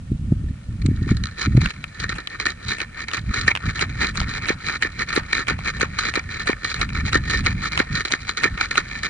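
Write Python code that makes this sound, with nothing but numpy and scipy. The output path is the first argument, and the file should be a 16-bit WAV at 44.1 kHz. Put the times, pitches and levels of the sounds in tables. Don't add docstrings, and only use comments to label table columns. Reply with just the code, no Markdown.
import sys
import numpy as np
from scipy import signal
from scipy.fft import rfft, irfft, next_fast_len
from scipy.io import wavfile
from scipy.ndimage import uniform_filter1d

SR = 44100
rng = np.random.default_rng(int(sys.argv[2]) if len(sys.argv) > 2 else 0)


def master_out(mix):
    frames = np.transpose(np.atleast_2d(mix))
    ceiling = np.clip(frames, -1, 1)
    pcm = np.round(ceiling * 32767).astype(np.int16)
    wavfile.write(sys.argv[1], SR, pcm)


N = 400869
T = np.arange(N) / SR
SIZE = next_fast_len(N + 8192, True)
HZ = np.maximum(np.arange(SIZE // 2 + 1) * SR / SIZE, 1)

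# [t/s, shoe level/dB, tug lead/s, tug length/s, tug level/dB]
LANDINGS = [(2.187, -28, 0.0034, 0.0013, -30), (2.502, -63, 0.048, 0.013, -15.5),
            (2.817, -28, .002, 0.0023, -18.5), (3.17, -45, .036, 0.0143, -14),
            (3.499, -46, 0.022, 0.01, -11), (3.829, -18.5, .020, 0.022, -15.5),
            (4.183, -33, 0.011, 0.0064, -18.5), (4.505, -8.5, 0.02, 0.014, -12.5),
            (4.852, -20, 0.029, .012, -15.5), (5.178, -7, 0.019, 0.016, -12.5),
            (5.511, -15.5, 0.029, 0.024, -16), (5.832, -8.5, 0.024, 0.021, -14),
            (6.176, -13, 0.022, 0.0066, -14), (6.497, -6.5, 0.026, 0.018, -13.5),
            (6.829, -32, .017, 0.013, -15.5), (7.156, -10, .012, 0.014, -14),
            (7.478, -21, .017, 0.0096, -12.5), (7.804, -8, 0.014, 0.0095, -13),
            (8.137, -17.5, .021, 0.0069, -18.5), (8.458, -14, .024, .014, -12.5),
            (8.786, -20, 0.013, 0.0064, -12.5)]
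# [t/s, out stroke length/s, out rub level/dB, out catch level/dB,
#  back stroke delay/s, back rub level/dB, back catch level/dB, treble of the swing/dB]
ARM_SWINGS = [(1.999, 0.042, -31, -22.5, 0.093, -30, -18.5, 3),
              (2.299, 0.048, -34, -34, 0.1, -29.5, -17, -2),
              (2.683, 0.04, -26.5, -23, 0.051, -33, -32, 3.5),
              (2.983, 0.046, -29.5, -50, 0.1, -31.5, -22, -0.5),
              (3.342, 0.049, -25, -24.5, 0.069, -30, -30, 2),
              (3.662, 0.038, -28, -35, .088, -28.5, -50, -0.5),
              (4.006, 0.036, -21.5, -32, 0.059, -27, -28, 1.5),
              (4.291, 0.087, -28, -24.5, 0.13, -28, -32, -1),
              (4.665, 0.034, -24.5, -23, 0.058, -26.5, -27.5, 2),
              (4.992, 0.031, -24.5, -24, 0.092, -29, -52, 0.5),
              (5.327, .06, -24.5, -15.5, 0.065, -27.5, -29, 1),
              (5.653, 0.04, -23.5, -31, .088, -30.5, -54, -2.5),
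              (5.987, .06, -25, -16, 0.068, -24, -40, 3.5),
              (6.306, 0.061, -29, -49.5, 0.09, -27.5, -29, 0.5),
              (6.645, .065, -26, -12.5, 0.097, -29, -17.5, 2),
              (6.948, 0.055, -29, -57.5, 0.11, -24, -32, 0),
              (7.297, 0.049, -23.5, -16.5, 0.076, -27.5, -33, 2.5),
              (7.626, 0.041, -24, -47, 0.093, -26.5, -21.5, 1),
              (7.952, 0.046, -23.5, -21, .098, -29.5, -14.5, 1),
              (8.282, 0.021, -27, -45.5, .089, -27.5, -19.5, 3.5),
              (8.609, 0.039, -24, -15, 0.1, -33, -14.5, 2), (8.902, 0.082, -33, -47, 0.13, -24, -19, 2)]
SLIP_REF_DB = -16


def amp(db):
    return 10 ** (np.asarray(db) / 20)


def rms_one(x):
    return x / np.sqrt(np.mean(x ** 2) + 1e-20)


def in_time(rows):
    return np.interp(T, *np.transpose(rows))


def drift(rate):
    knots = rng.standard_normal(N // 10)
    return rms_one(np.interp(T * rate, np.arange(len(knots)), knots))


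def coloured(points, channels):
    hz, level_db = np.transpose(points)
    gain = amp(np.interp(np.log(HZ), np.log(hz), level_db))
    spectrum = rfft(rng.standard_normal((channels, SIZE))) * gain
    return rms_one(irfft(spectrum)[:, :N])


def swell(s, length_s, attack_s, release_s):
    out = np.zeros(N)
    span = slice(max(int(s * SR) - SR // 4, 0), int((s + length_s) * SR) + SR // 4)
    rise = np.minimum(T[span] - s, 0) / attack_s
    fall = np.maximum(T[span] - s - length_s, 0) / release_s
    out[span] = np.exp(rise - fall)
    return out


def open_air(level_db):
    # [f/Hz, level/dB]
    air_colour = [(200, -19), (500, 3.5), (900, -5.5), (1400, -1), (1800, -10), (2600, -5), (5000, -12),
                  (9000, -12.5), (11000, -21)]
    return amp(level_db) * coloured(air_colour, channels=2)


def airflow():
    # [t/s, level/dB]
    breeze_curve = [(0, -37.5), (0.6, -44), (1.3, -40.5), (1.85, -44.5), (3.1, -45.5), (3.4, -42.5),
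                    (4.1, -31), (4.7, -40), (5.3, -38.5), (5.9, -36.5), (6.25, -40), (7.1, -30),
                    (7.8, -34.5), (8.25, -41.5), (9.09, -41)]
    # [t/s, length/s, level/dB]
    gust_rows = [(0.107, 0.056, -28), (0.205, 0.31, -27.5), (0.69, 0.077, -30.5), (0.802, 0.36, -26),
                 (1.138, 0.12, -26.5), (1.471, 0.2, -22.5), (1.999, 0.17, -34.5), (2.666, 0.045, -31.5),
                 (3.19, 0.051, -33.5), (3.281, .03, -22.5), (3.431, 0.054, -29), (3.658, .04, -23),
                 (4.189, .04, -27.5), (5.521, 0.021, -29.5), (7.042, 0.022, -21.5), (7.371, 0.078, -26),
                 (7.913, 0.038, -26.5), (8.522, .03, -30.5)]
    eddies_per_s, eddy_db = 18, 3
    breeze = amp(in_time(breeze_curve) + eddy_db * drift(eddies_per_s))
    power = breeze ** 2
    for s, length, level_db in gust_rows:
        gust = amp(level_db) * swell(s, length, attack_s=0.013, release_s=0.0067)
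        power = power + gust ** 2
    return np.sqrt(power)


def wind(gain_db, side_db, buffet_db):
    # [f/Hz, level/dB]
    wind_colour = [(15, -19), (30, -2), (55, 4), (100, 2), (170, -3), (230, -8.5), (340, -23), (500, -46),
                   (900, -73), (2000, -69)]
    gust = amp(gain_db) * airflow()
    mid, side = coloured(wind_colour, channels=2)
    local_power = uniform_filter1d(mid ** 2, SR // 20)
    mid = rms_one(mid / local_power ** .3)
    buffet_colour = [(60, -13), (150, 31), (250, -8), (360, -30), (550, -26), (1200, -50), (3000, -79)]
    buffet = coloured(buffet_colour, channels=1)
    rumble = gust * (mid + amp(side_db) * side * [[1], [-1]])
    flutter = gust ** 2 * amp(buffet_db) * buffet
    return (rumble + flutter) * amp([[-.4], [.4]])


def buffets(gain_db, pulse_s, tail_s, tail_db):
    # [t/s, level/dB]
    buffet_rows = [(0.12, -12.5), (0.324, -9), (0.442, -24), (0.697, -28), (0.856, -8), (0.888, -13),
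                   (0.915, -14), (1.021, -18), (1.071, -13), (1.119, -9), (1.476, -12), (1.552, -8.5),
                   (1.579, -4.5), (1.636, -20), (3.675, -21)]
    out = np.zeros(N)
    shudder_colour = [(30, -22), (110, 14.0), (250, -8.0), (400, -22.0), (800, -63), (3000, -58)]
    shudder = coloured(shudder_colour, channels=1)[0]
    for s, level_db in buffet_rows:
        span = slice(int(s * SR) - SR // 20, int(s * SR) + SR // 10)
        t = T[span] - s
        u = t / (pulse_s * amp(rng.normal(0, 0.14)))
        swing = rng.choice([-1, 1]) * (1 - 2 * u * u) * np.exp(-u * u)
        tail = amp(tail_db) * shudder[span] * np.exp(-np.abs(t) / tail_s)
        out[span] += amp(level_db + gain_db) * (swing + tail)
    return out


def rub_level():
    # [t/s, level/dB]
    contact = [(0, -60.5), (0.75, -55.5), (1.06, -46.5), (1.33, -43), (1.8, -45), (3, -49.5), (6.5, -44.5),
               (9.09, -39)]
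    # [t/s, length/s, level/dB]
    brushes = [(1.085, 0.031, -35), (1.386, .074, -28), (1.612, 0.057, -31), (1.7, 0.004, -30.5),
               (3.895, 0.013, -35.5), (4.2, 0.036, -27.5), (7.51, 0.018, -29.5)]
    slide_lag_s, back_stroke_s = 0.006, 0.028
    attack_s, release_s = 0.012, 0.01
    build_s, build_db = 0.061, -7.5
    bounce_lead_s, bounce_s, bounce_db, bounce_release_s = 0.02, 0.038, -29.5, 0.0082

    strokes = list(brushes)
    power = amp(in_time(contact)) ** 2
    for s, length, out_db, _, back_s, back_db, *_ in ARM_SWINGS:
        strokes.append((s + slide_lag_s, length, out_db))
        strokes.append((s + back_s + slide_lag_s, back_stroke_s, back_db))
        power += (amp(out_db + build_db) * swell(s, 0, build_s, release_s)) ** 2
    for s, length, level_db in strokes:
        power += (amp(level_db) * swell(s, length, attack_s, release_s)) ** 2
    for s, _, _, _, tug_db in LANDINGS:
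        slide = swell(s - bounce_lead_s, bounce_s, attack_s, bounce_release_s)
        power += (amp(bounce_db + (tug_db - SLIP_REF_DB) / 2) * slide) ** 2
    return 10 * np.log10(power)


def rubbing(level_db, gain_db, treble_db, touch_db, grain_db, grains_per_s):
    brightening, rub_ref_db = 0.23, -19
    touch = 1 / (1 + np.exp((touch_db - level_db) / 3))
    clumps = rms_one(amp(grain_db * drift(grains_per_s)))
    force = amp(level_db + gain_db) * touch * clumps
    return np.array([force, force * amp(treble_db + brightening * (level_db - rub_ref_db))])


def rasping(level_db, slow_hz, rise_hz, jitter, grip_db, spread_db):
    grip = 1 / (2.5 + np.exp((grip_db - level_db) / 2))
    per_s = (slow_hz + rise_hz * grip) * np.exp(jitter * drift(90))
    jerks = np.diff(np.floor(np.cumsum(per_s) / SR), prepend=0)
    return jerks * grip * amp(level_db + spread_db * drift(250))


def all_slips(rub_db):
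    # [t/s, length/s,
    # level/dB, treble/dB]
    extra_slips = [(0.817, .004, -39, 0), (0.860, 0.002, -31, 19), (1.168, 0.0046, -27, 2),
                   (1.237, 0.0014, -20, 1.5), (1.255, 0.0021, -24, 2), (1.269, .002, -28, 1),
                   (1.381, 0.0027, -42, -2), (1.566, 0.0078, -24.5, -9), (1.614, 0.0066, -21.5, -4.5),
                   (2.121, 0.0075, -21.5, -28), (3.176, 0.0045, -15.5, -25), (3.692, 0.015, -21, -6.5),
                   (5.127, .011, -17, -4.5), (6.528, .0018, -25, -19.5), (7.130, .0044, -16, -4)]
    catch_s = 0.0053
    slip_treble_db, dulling = -2.5, 0.9
    knock_lead_s, knock_s, knock_db, knock_treble_db = 0.006, 0.0055, -11, -20
    snags_per_s, snag_s, snag_db, snag_treble_db = 14, 0.0078, -2, 6

    catches = [(s - lead_s, length, level_db) for s, _, lead_s, length, level_db in LANDINGS]
    for s, _, _, out_db, back_s, _, back_db, _ in ARM_SWINGS:
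        catches += [(s, catch_s, out_db), (s + back_s, catch_s, back_db)]
    slips = list(extra_slips)
    for s, length, level_db in catches:
        treble_db = slip_treble_db - dulling * (level_db - SLIP_REF_DB)
        slips.append((s, length, level_db, treble_db))
    for s, shoe_db, *_ in LANDINGS:
        slips.append((s - knock_lead_s, knock_s, knock_db + shoe_db / 2, knock_treble_db))
    for i in np.flatnonzero(rng.random(N - SR // 50) < snags_per_s / SR):
        slips.append((T[i], snag_s, rub_db[i] + snag_db, snag_treble_db))
    return slips


def slipping(slips, gain_db, snap_db, release_s, treble_db):
    grate, snaps = np.zeros((2, N)), np.zeros((2, N))
    for s, length, level_db, bright_db in slips:
        at = int(s * SR)
        t = T[:min(SR // 10, N - at)]
        share = amp([0, bright_db + treble_db])
        force = amp(level_db + gain_db) * share / np.linalg.norm(share)
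        grate[:, at:at + len(t)] += force[:, None] * np.exp(-np.maximum(t - length, 0) / release_s)
        snaps[:, at + SR // 1000] += force * amp(snap_db)
    return grate, snaps


def swing_treble(s):
    return np.interp(s, [row[0] for row in ARM_SWINGS], [row[-1] for row in ARM_SWINGS])


def resonate(drives, modes, delay_s):
    forces, out, power = rfft(drives, SIZE), 0, 0
    for k, (hz, width_hz, level_db, pan_db, lag) in enumerate(modes):
        detune = (HZ - hz * hz / HZ) / width_hz
        shape = amp(level_db) / (1 + 1j * np.sqrt(2) * detune - detune ** 2)
        turn = lag + 2 * np.pi * (HZ - hz) * delay_s
        balance = rms_one(amp([[pan_db / 2], [-pan_db / 2]]))
        ports = balance * np.exp(-1j * np.outer([0, 1], turn))
        out = out + ports * (shape * forces[k % len(forces)])
        power += np.mean(np.abs(shape) ** 2)
    return irfft(out)[:, :N] / np.sqrt(power)


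def case(rasp_low_db, rasp_high_db, rasp_grate_db, rasp_s):
    # [f/Hz, width/Hz, level/dB, left minus right/dB, right port's lag/rad]
    hollow = [(319, 300, -9, 0, 1.5), (766, 490, -14.5, 3, 4), (1368, 364, -3.5, 2.5, -0.32),
              (1810, 145, 2.5, -1.5, 0.5), (2280, 380, -2.5, -0.5, 1.37), (2740, 700, -23, 38, 8.5)]
    # [f/Hz, width/Hz, level/dB, left minus right/dB, right port's lag/rad]
    shell = [(3200, 1000, -5, -4, 0.84), (3928, 276, 5.5, -7, -2.24), (4154, 315, 5.5, 1, -1.83),
             (4630, 360, -2.5, 11, 0.73), (5050, 450, -4.5, -38.5, 0.2), (6245, 550, -3, -3, -2.5),
             (6910, 1400, -15.5, 4, 0), (7850, 760, -13.5, 2, 3.5), (9680, 760, -21, -2, 3.04)]
    rub_db = rub_level()
    rub = rubbing(rub_db, gain_db=0.24, treble_db=-7, touch_db=-64.0, grain_db=4.5, grains_per_s=700)
    slips = all_slips(rub_db)
    grate, snaps = slipping(slips, gain_db=-3.5, snap_db=22, release_s=0.0031, treble_db=-3)
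    grate = grate * rms_one(amp(6.2 * drift(900)))
    jerks = rasping(rub_db, slow_hz=73.6, rise_hz=117.5, jitter=0.28, grip_db=-32, spread_db=6.5)
    jerks = jerks * amp([[rasp_low_db], [rasp_high_db]])
    rasp = amp(rasp_grate_db) * signal.lfilter([1], [1, -np.exp(-1 / (rasp_s * SR))], jerks + 1e-18)
    friction = np.sqrt(rub ** 2 + rasp ** 2 + grate ** 2)
    shares = rms_one(amp(2.2 * np.array([drift(25) for _ in range(3)])))
    low = shares * (friction[0] * rng.standard_normal((3, N)) + snaps[0] + jerks[0])
    high = friction[1] * rng.standard_normal((3, N)) + snaps[1] + jerks[1]
    high = amp(swing_treble(T)) * high
    wander = amp(0.67 * drift(70) * np.array([[1], [-1]]))
    body = resonate(low, hollow, delay_s=0.0006) + resonate(high, shell, delay_s=-0.0005)
    return body * wander


def clicks(gain_db, ring_s, crack_db, crack_s):
    # [t/s, level/dB,
    # middle of the random ring pitch f/Hz]
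    click_rows = [(0.863, -29, 8300), (1.091, -28, 1130), (1.659, -15, 2390), (1.705, -25.5, 2510),
                  (1.841, -22.5, 2210), (2.273, -20.5, 2820), (2.803, -19.5, 2530), (3.115, -28, 3170),
                  (3.465, -41, 2480), (3.552, -17, 2620), (3.562, -21.5, 2340), (3.573, -21.5, 2200),
                  (3.793, -19, 2630), (4.215, -22.5, 880), (4.829, -16, 1730), (5.153, -30, 9600),
                  (5.47, -25.5, 2800), (5.59, -26.5, 973), (6.139, -21, 2120), (6.891, -27, 1980),
                  (7.126, -21, 2540), (7.776, -12, 2620), (8.577, -29, 2860), (8.756, -21, 2540)]
    out = np.zeros((2, N))
    hiss_colour = [(300, -35), (1300, 6.5), (3000, 3), (5000, -12.5), (11000, -26)]
    hiss = coloured(hiss_colour, channels=2)
    for s, level_db, hz in click_rows:
        span = slice(int(s * SR), int(s * SR) + SR // 20)
        t = T[span] - T[span][0]
        port_hz = hz * amp(rng.normal(0, 0.87, (2, 1)))
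        ring = np.sin(2 * np.pi * port_hz * t) * np.exp(-t / ring_s)
        crack = amp(crack_db) * hiss[:, span] * np.exp(-t / crack_s)
        out[:, span] += amp(level_db + gain_db) * (ring + crack)
    return out


def grit(level_db, lead_s, spread_s, grain_db):
    # [f/Hz, level/dB]
    grit_colour = [(300, -5.5), (1200, -6), (2600, -1), (3200, -10), (4000, -23), (6000, -17), (9000, -17),
                   (11000, -35)]
    press = sum(np.exp(-np.minimum(((T - s + lead_s) / spread_s) ** 2, 20)) for s, *_ in LANDINGS)
    grains = rms_one(amp(grain_db * drift(600)))
    return amp(level_db) * press * grains * coloured(grit_colour, channels=2)


def footsteps(start_hz, end_hz, fall_s, width_s, lag_s, pop_db, scuff_db, scuff_s):
    out, scuff = np.zeros((2, N)), np.zeros(N)
    for s, level_db, *_ in LANDINGS:
        span = slice(int(s * SR) - SR // 50, int(s * SR) + SR // 5)
        t = T[span] - s + np.array([[0], [-lag_s]])
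        turns = end_hz * t - (start_hz - end_hz) * fall_s * np.logaddexp(0, -t / fall_s)
        pop = np.sin(2 * np.pi * (turns + rng.random())) / np.cosh(t / width_s)
        out[:, span] += amp(level_db + pop_db) * pop
        fade = (t[0] > 0) * np.exp(-np.abs(t[0]) / scuff_s)
        scuff[span] += amp(level_db / 2 + scuff_db) * fade
    scuff_colour = [(60, -21), (250, -12), (600, -2), (1500, 7.5), (4000, -13), (10000, -53)]
    return out + scuff * coloured(scuff_colour, channels=2)


def scene():
    air = open_air(level_db=-53.5)
    gusts = wind(gain_db=3, side_db=-19.5, buffet_db=-13.5)
    bursts = buffets(gain_db=2.5, pulse_s=0.0016, tail_s=0.0072, tail_db=-2.0)
    rattle = case(rasp_low_db=11.5, rasp_high_db=5, rasp_grate_db=-17.5, rasp_s=0.0004)
    ticks = clicks(gain_db=4.5, ring_s=0.002, crack_db=-3.5, crack_s=0.003)
    sand = grit(level_db=-31.5, lead_s=0.027, spread_s=0.012, grain_db=4.0)
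    shoes = footsteps(start_hz=546, end_hz=199, fall_s=0.0019, width_s=0.0011, lag_s=0.00048,
                      pop_db=0.5, scuff_db=-20.5, scuff_s=0.019)
    return air + gusts + bursts + rattle + ticks + sand + shoes


def record(dry):
    cutoff_hz = 11200
    low_pass = signal.ellip(8, .3, 70, cutoff_hz, fs=SR, output="sos")
    return signal.sosfilt(low_pass, np.tanh(dry))


dry = scene()
out = record(dry)
master_out(out)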